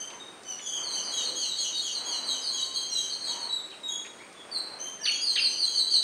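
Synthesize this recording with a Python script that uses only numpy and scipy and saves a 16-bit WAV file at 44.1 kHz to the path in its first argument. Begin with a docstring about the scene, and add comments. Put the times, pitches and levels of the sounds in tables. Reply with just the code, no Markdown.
"""Babblers round a garden

A flock of babblers calls from the trees: falling piped notes, whines and nasal squeals overlap in
the echo of the yard. A nearer bird gives one faint chip and two sharp ones, and one bird pecks grain
off a ledge. Behind them are a low outdoor hum, far-off swishes, a thin insect hiss and distant calls."""
import sys
import numpy as np
from scipy import signal
from scipy.fft import rfft, irfft, next_fast_len
from scipy.io import wavfile

SR = 44100
rng = np.random.default_rng(int(sys.argv[2]) if len(sys.argv) > 2 else 0)


def store_wav(level_fs):
    """Save 16-bit WAV to argv[1]."""
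    pcm = np.round(np.clip(np.atleast_2d(level_fs), -1, 1) * 32767)
    wavfile.write(sys.argv[1], SR, pcm.T.astype(np.int16))


N = 265903
TIME = np.arange(N) / SR


def from_db(db):
    """Turn decibels into a number to multiply by."""
    return 10 ** (np.asarray(db) / 20)


def rms_one(x):
    """Scale a sound to an average power of 1."""
    return x / np.sqrt(np.mean(x ** 2) + 1e-20)


def at_hz(points, hz):
    """Read between the rows of a table, with frequency spaced by octaves."""
    freqs, values = np.transpose(points)
    return np.interp(np.log(hz + 1), np.log(freqs), values)


def coloured_noise(spectrum):
    """Noise of power 1, with its lows and highs shaped by a table."""
    size = next_fast_len(N)
    hz = np.arange(size // 2 + 1) * SR / size
    shaped = rfft(rng.standard_normal(size)) * from_db(at_hz(spectrum, hz))
    return rms_one(irfft(shaped, size)[:N])


def band_pass(x, low_hz, high_hz):
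    """Keep the part of a sound between two frequencies."""
    return signal.sosfilt(signal.butter(2, [low_hz, high_hz], "band", fs=SR, output="sos"), x)


def drift(rate_hz):
    """A smooth random wander, typically about 1 in size."""
    smoothing = signal.butter(2, rate_hz, fs=SR, output="sos")
    return rms_one(signal.sosfilt(smoothing, rng.standard_normal(N)))


def add(track, start_s, sound):
    """Mix a sound into a track at its start time."""
    at = max(round(start_s * SR), 0)
    track[at:at + len(sound)] += sound[:max(N - at, 0)]


def syllable(length_s, pitches, waver, attack, release):
    """Phase and loudness of a note bent through three pitches; attack and release are shares of it."""
    progress = np.linspace(0, 1, int(length_s * SR))
    hz = np.polyval(np.polyfit([0, .5, 1], pitches, 2), progress) * (1 + waver[:len(progress)])
    swell = np.sin(np.pi / 2 * np.clip(progress / attack, 0, 1))
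    fade = np.sin(np.pi / 2 * np.clip((1 - progress) / release, 0, 1))
    return 2 * np.pi * np.cumsum(hz) / SR, swell * fade


def arc(hz, glide_hz, arch_hz):
    """Start, middle and end pitch of a gliding note that arches up in the middle."""
    return [hz - arch_hz - glide_hz / 2, hz, hz - arch_hz + glide_hz / 2]


# How long the yard's echo takes to fade by 60 dB: frequency_hz, fade_s
ECHO_FADE = [(1500, 0.43), (3000, 0.73), (4300, 0.54), (6400, 0.77), (9000, 0.45), (14000, 0.57)]


def yard(x, direct_db, echo_db, build_s=0.0039, early_db=-2, early_s=0.0052):
    """The sound itself, a few quick reflections, then an echo scattered by leaves and walls."""
    t, edges_hz = TIME[:SR], np.geomspace(1000, 16000, 9)
    echo, early = np.zeros(SR), from_db(early_db) * np.exp(-t / early_s)
    for low, high in zip(edges_hz, edges_hz[1:]):
        band = band_pass(rng.standard_normal(SR), low, high)
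        tail = from_db(-60 * t / at_hz(ECHO_FADE, np.sqrt(low * high)))
        decay = (tail + early) * (1 - np.exp(-t / build_s))
        echo += band * decay / np.sqrt(np.sum(decay ** 2))
    return from_db(direct_db) * x + from_db(echo_db) * signal.fftconvolve(x, echo)[:N]


# The tone of the outdoor hum: frequency_hz, relative_db
HUM_COLOUR = [(25, -41), (55, -19.5), (110, -10.5), (230, -2), (370, 1.5), (560, -3.5), (950, -8.5),
              (1500, -6.5), (2500, -11), (4000, -12.5), (5500, -15.5), (7500, -18.5), (11000, -34.5),
              (15500, -37)]


def outdoor_hum(level_db=-52):
    """A steady wash of noise, strongest in the low middle."""
    return from_db(level_db) * coloured_noise(HUM_COLOUR)


# The tone of the swishes: frequency_hz, relative_db
SWISH_TONE = [(40, -43), (150, -18), (270, -6.5), (550, -0.5), (1000, 0.5), (1500, -4.5), (2500, -9.5),
              (5000, -31), (12000, -67)]
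# Each far-off swish: start_s, hold_s, level_db
FAR_SWISHES = [(0.058, 0.024, -50.5), (0.722, 0.47, -48), (1.93, 0.33, -47.5), (3.215, 0.16, -49),
               (4.423, 0.33, -50)]


def swishes(attack_s=0.079, release_s=.17, bed_db=-54.5):
    """Each swish swells, holds and dies away over a faint, steady bed of the same noise."""
    power = from_db(bed_db) ** 2
    for start_s, hold_s, level_db in FAR_SWISHES:
        swell = np.clip((TIME - start_s) / attack_s, 0, 1)
        fade = np.exp(-np.maximum(TIME - start_s - attack_s - hold_s, 0) / release_s)
        power = power + (from_db(level_db) * swell * fade) ** 2
    return np.sqrt(power) * coloured_noise(SWISH_TONE)


def insects(centre_hz=8700, width_hz=850, level_db=-61):
    """A steady chorus of insects blends into one thin, high hiss."""
    hiss = band_pass(rng.standard_normal(N), centre_hz - width_hz / 2, centre_hz + width_hz / 2)
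    return from_db(level_db) * rms_one(hiss)


# Each distant call, plus one short high whine of the flock at 0.196 s: start_s, length_s, pitch_hz, level_db,
# shake_share (of the pitch)
DISTANT_CALLS = [(.095, 0.12, 957, -53, 0.032), (0.196, 0.046, 3720, -38, 0.01),
                 (.473, .12, 765, -51.5, 0.013), (1.2, .22, 510, -46, 0.088),
                 (1.25, 0.18, 350, -47.5, 0.21), (2.041, 0.15, 971, -46, 0.022),
                 (2.147, 0.33, 253, -54, 0.055), (2.376, 0.49, 1056, -53, 0.0019),
                 (3.259, 0.29, 962, -46, 0.055), (3.808, 0.23, 956, -57, .01),
                 (4.986, 0.1, 1730, -48, 0.026)]


def distant_calls(overtone_db=-22):
    """Soft hoots and cries: the more the pitch shakes, the hoarser they sound."""
    out, waver = np.zeros(N), drift(137)
    for start_s, length_s, hz, level_db, shake_share in DISTANT_CALLS:
        shake = shake_share * np.roll(waver, -int(start_s * SR))
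        phase, envelope = syllable(length_s, [hz] * 3, shake, attack=.35, release=.35)
        voice = np.sin(phase) + from_db(overtone_db) * np.sin(2 * phase)
        add(out, start_s, from_db(level_db) * envelope * voice)
    return out


# Each peck or claw tap: start_s, relative_db, centre_hz
LEDGE_TAPS = [(0.101, -48.5, 2800), (0.134, -53, 2600), (.433, -54, 5330), (.591, -46.5, 2570),
              (3.525, -53, 4800), (4.047, -46.5, 2460), (4.063, -49.5, 2570), (4.326, -61, 5500),
              (4.68, -64, 4500), (4.892, -57, 7000)]


def taps(rise_s=.001, spread=1.38, ring_cycles=210):
    """Beak and claws tick on the ledge: tiny bursts of noise, and the higher ones die sooner."""
    out, t = np.zeros(N), TIME[:SR // 10]
    for start_s, level_db, hz in LEDGE_TAPS:
        fade_s = ring_cycles / hz
        envelope = from_db(level_db - 60 * t / fade_s) * (1 - np.exp(-t / rise_s))
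        scratch = envelope * rng.standard_normal(len(t))
        add(out, start_s, band_pass(scratch, hz / spread, hz * spread))
    return out


# How one chip changes as it goes: time_s, pitch_hz, relative_db, rasp_db
CHIP_PATH = [(0, 4336, 9, -23), (.008, 4053, -2.5, -8), (.015, 3010, -3.5, -13), (0.019, 2192, -13, -19),
             (0.025, 3013, 0.5, -29), (0.03, 3150, 1.5, -21), (.034, 2769, -3, -23),
             (0.042, 2717, -1.5, -24), (0.05, 1890, -7.5, -18)]
# Each chip of the nearer bird: start_s, level_db
NEAR_CHIPS = [(3.702, -47), (5.052, -25), (5.355, -23)]


def chips(overtone_db=-32, undertone_db=-2):
    """A fast zigzag dive in pitch; the voice breaks into a rasp with a tone an octave below."""
    times_s, *columns = np.transpose(CHIP_PATH)
    t = np.arange(int(times_s[-1] * SR)) / SR
    hz, shape_db, rasp_db = [np.interp(t, times_s, column) for column in columns]
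    out, rasp = np.zeros(N), from_db(rasp_db)
    soft_ends = signal.windows.tukey(len(t), .25)
    for start_s, level_db in NEAR_CHIPS:
        shake = .13 * np.sqrt(rasp) * drift(900)[-len(t):]
        phase = 2 * np.pi * np.cumsum(hz * (1 + shake)) / SR
        undertone = from_db(undertone_db) * rasp * np.sin(phase / 2)
        voice = np.sin(phase) + from_db(overtone_db) * np.sin(2 * phase) + undertone
        add(out, start_s, from_db(level_db + shape_db) * voice * soft_ends)
    return out


# A squeal's overtones, at 2, 3 and 4 times its pitch: relative_db
SQUEAL_OVERTONES = [1, -18.5, -30.5]
# Its rasp, at 1.5, 2.5, 3.5 and 4.5 times its pitch: relative_db
RASP_TONES = [-12.5, -17.5, -32, -59]
# Each squeal: start_s, length_s, pitch_hz, glide_hz (below zero falls), level_db
FLOCK_SQUEALS = [(0, 0.017, 3116, -105, -33), (0.443, 0.097, 3020, -180, -39.5),
                 (0.601, 0.075, 3400, -180, -44.5), (0.657, 0.0584, 3110, -38, -35.5),
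                 (0.713, 0.067, 3266, -230, -36.5), (0.908, 0.091, 3120, -200, -35.5),
                 (1.112, 0.095, 3210, -410, -35), (1.343, 0.11, 3177, -430, -36),
                 (1.571, .1, 3200, -470, -34), (1.807, 0.087, 3228, -470, -37),
                 (2.037, .11, 3206, -410, -39), (2.275, .094, 3195, -300, -39.5),
                 (2.508, 0.1, 3235, -390, -38.5), (2.734, 0.098, 3225, -76, -37),
                 (2.896, 0.062, 2897, -45, -36.5), (2.941, 0.11, 3197, -170, -37),
                 (3.264, .07, 3218, -390, -41), (3.879, 0.076, 3356, 100, -38),
                 (4.785, 0.092, 3122, 93, -37.5), (5.004, 0.1, 2990, 198, -39),
                 (5.105, 0.068, 3306, 45, -39), (5.295, 0.047, 3177, -170, -39.5),
                 (5.473, .084, 3087, -230, -39), (5.651, .1, 3198, -260, -40.5),
                 (5.869, 0.085, 3184, -310, -40.5)]


def squeals(usual_hz=3206, resonance_db_per_octave=53, rise_db_per_hz=0.0042, shift_db=5):
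    """Nasal notes with a strong first overtone; every other vibration differs, which adds a rasp."""
    out, waver = np.zeros(N), 0.0066 * drift(250)
    for start_s, length_s, hz, glide_hz, level_db in FLOCK_SQUEALS:
        # A longer glide arches higher and shakes more.
        pitches = arc(hz, glide_hz, arch_hz=35.4 + 0.278 * abs(glide_hz))
        shake = np.roll(waver, -int(start_s * SR)) * (1 + abs(glide_hz) / 300)
        phase, envelope = syllable(length_s, pitches, shake, attack=.3, release=.12)
        # The lowest tone gains as the pitch nears the throat's resonance; a rising glide weakens it.
        lowest_db = -2.5 + resonance_db_per_octave * np.log2(hz / usual_hz) - rise_db_per_hz * glide_hz
        # Through the note, the overtones give way to the lowest tone.
        balance_db = shift_db * np.linspace(-.5, .5, len(phase))
        overtones = sum(from_db(db) * np.sin(k * phase) for k, db in enumerate(SQUEAL_OVERTONES, 2))
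        voice = from_db(lowest_db + balance_db) * np.sin(phase) + from_db(-balance_db) * overtones
        rasp = sum(from_db(db) * np.sin((k + .5) * phase) for k, db in enumerate(RASP_TONES, 1))
        rasp_db = -19.5 if glide_hz > 0 else -1  # rising squeals are nearly clean
        add(out, start_s, from_db(level_db) * envelope * (voice + from_db(rasp_db) * rasp))
    return out * from_db(2.5 * drift(90))  # the loudness flutters


# A whistle's tones, at 1, 2 and 3 times its pitch: relative_db
WHISTLE_TONES = [0.5, -18.5, -37.5]
# Each piped note, a quick slide down: start_s, length_s, top_hz, landing_hz, level_db
PIPED_NOTES = [(0.825, 0.11, 4650, 4046, -36.5), (0.908, 0.047, 4710, 4390, -36.5),
               (1.03, 0.1, 5004, 4010, -36), (1.221, 0.087, 4640, 4055, -33.5),
               (1.383, 0.11, 4800, 3930, -34.5), (1.558, 0.058, 4746, 4074, -32),
               (1.74, 0.069, 4790, 4083, -33.5), (1.91, 0.094, 4760, 4036, -34),
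               (2.076, .11, 4800, 4013, -34), (2.24, 0.075, 4784, 4070, -34.5),
               (2.415, 0.1, 5070, 4030, -32.5), (2.6, 0.051, 4700, 4277, -34),
               (2.737, 0.046, 4720, 4000, -30), (3.097, 0.042, 4780, 4175, -33),
               (3.244, 0.065, 4810, 4236, -34.5), (3.4, 0.053, 4540, 4173, -35.5),
               (4.513, 0.046, 4664, 4360, -34), (4.547, .045, 4220, 4084, -28.5),
               (5.034, 0.059, 4740, 4380, -28), (5.209, 0.11, 4943, 4160, -27),
               (5.389, 0.09, 5100, 4104, -25.5), (5.579, 0.091, 4890, 4050, -26.5),
               (5.746, 0.074, 4776, 3976, -24), (5.906, 0.072, 4830, 3960, -22)]
# Each whine (most hold, then droop): start_s, length_s, pitch_hz, glide_hz, level_db
WHINED_NOTES = [(1.135, .093, 3845, -170, -38), (1.478, 0.052, 3906, -300, -35),
                (1.72, 0.076, 3797, -78, -37), (2.259, .06, 3988, -380, -31.5),
                (2.562, 0.074, 3893, -130, -35.5), (2.913, 0.066, 4047, -350, -30),
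                (3.199, .1, 4124, -650, -36.5), (3.489, 0.055, 3920, -27, -30),
                (3.553, 0.0394, 3805, -420, -41.5), (3.83, 0.064, 3795, -100, -35.5),
                (4.185, .043, 2210, 643, -51.5), (4.35, 0.074, 3422, -270, -51)]


def whistles(sag_share=.17, whine_bright_db=5, swell_db=3.5, brighten_db=3):
    """Piped notes and whines grow louder and brighter as they slide; the pitch stumbles, then steadies."""
    notes = []
    for start_s, length_s, top_hz, landing_hz, level_db in PIPED_NOTES:
        middle_hz = (top_hz + landing_hz) / 2 - sag_share * (top_hz - landing_hz)  # steep, then flat
        bright_db = 2.5 - 0.2 * (level_db + 33.5)  # louder notes are purer
        notes.append((start_s, length_s, [top_hz, middle_hz, landing_hz], level_db, bright_db))
    for start_s, length_s, hz, glide_hz, level_db in WHINED_NOTES:
        notes.append((start_s, length_s, arc(hz, glide_hz, arch_hz=27), level_db, whine_bright_db))

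    out, waver = np.zeros(N), .075 * drift(90) + .055 * drift(400)
    for start_s, length_s, pitches, level_db, bright_db in notes:
        slide_share = min(abs(1 - pitches[2] / pitches[0]), .15)
        progress = np.linspace(0, 1, int(length_s * SR))
        mid_note = np.sqrt(np.abs(np.sin(np.pi * progress ** 1.29)))  # zero at both ends
        stumble = np.roll(waver, -int(start_s * SR))[:len(progress)] * slide_share * mid_note
        phase, envelope = syllable(length_s, pitches, stumble, attack=0.11, release=0.097)
        overtone_db = bright_db + brighten_db * (progress - .5)
        voice = sum(from_db(db + (k > 1) * overtone_db) * np.sin(k * phase)
                    for k, db in enumerate(WHISTLE_TONES, 1))
        add(out, start_s, from_db(level_db + swell_db * (progress - .5)) * envelope * voice)
    return out * from_db(1.8 * drift(100))  # the loudness flutters


def scene():
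    """The flock arrives mostly as echo, dulled by leaves; chips, taps and distant calls echo less."""
    flock = yard(whistles(), direct_db=-2.5, echo_db=3.5) + yard(squeals(), direct_db=-5.5, echo_db=3)
    flock = signal.sosfilt(signal.butter(4, 13500, fs=SR, output="sos"), flock)
    near = yard(chips(), direct_db=2, echo_db=-1)
    ledge = yard(taps(), direct_db=18, echo_db=7)
    far = yard(distant_calls(), direct_db=-2, echo_db=-1)
    return (flock + near + ledge + far + insects() + outdoor_hum() + swishes())[None]


def record(dry, cutoff_hz=15700):
    """Cut the very highest treble steeply."""
    return signal.sosfilt(signal.ellip(10, .1, 80, cutoff_hz, fs=SR, output="sos"), dry)


dry = scene()
out = record(dry)
store_wav(out)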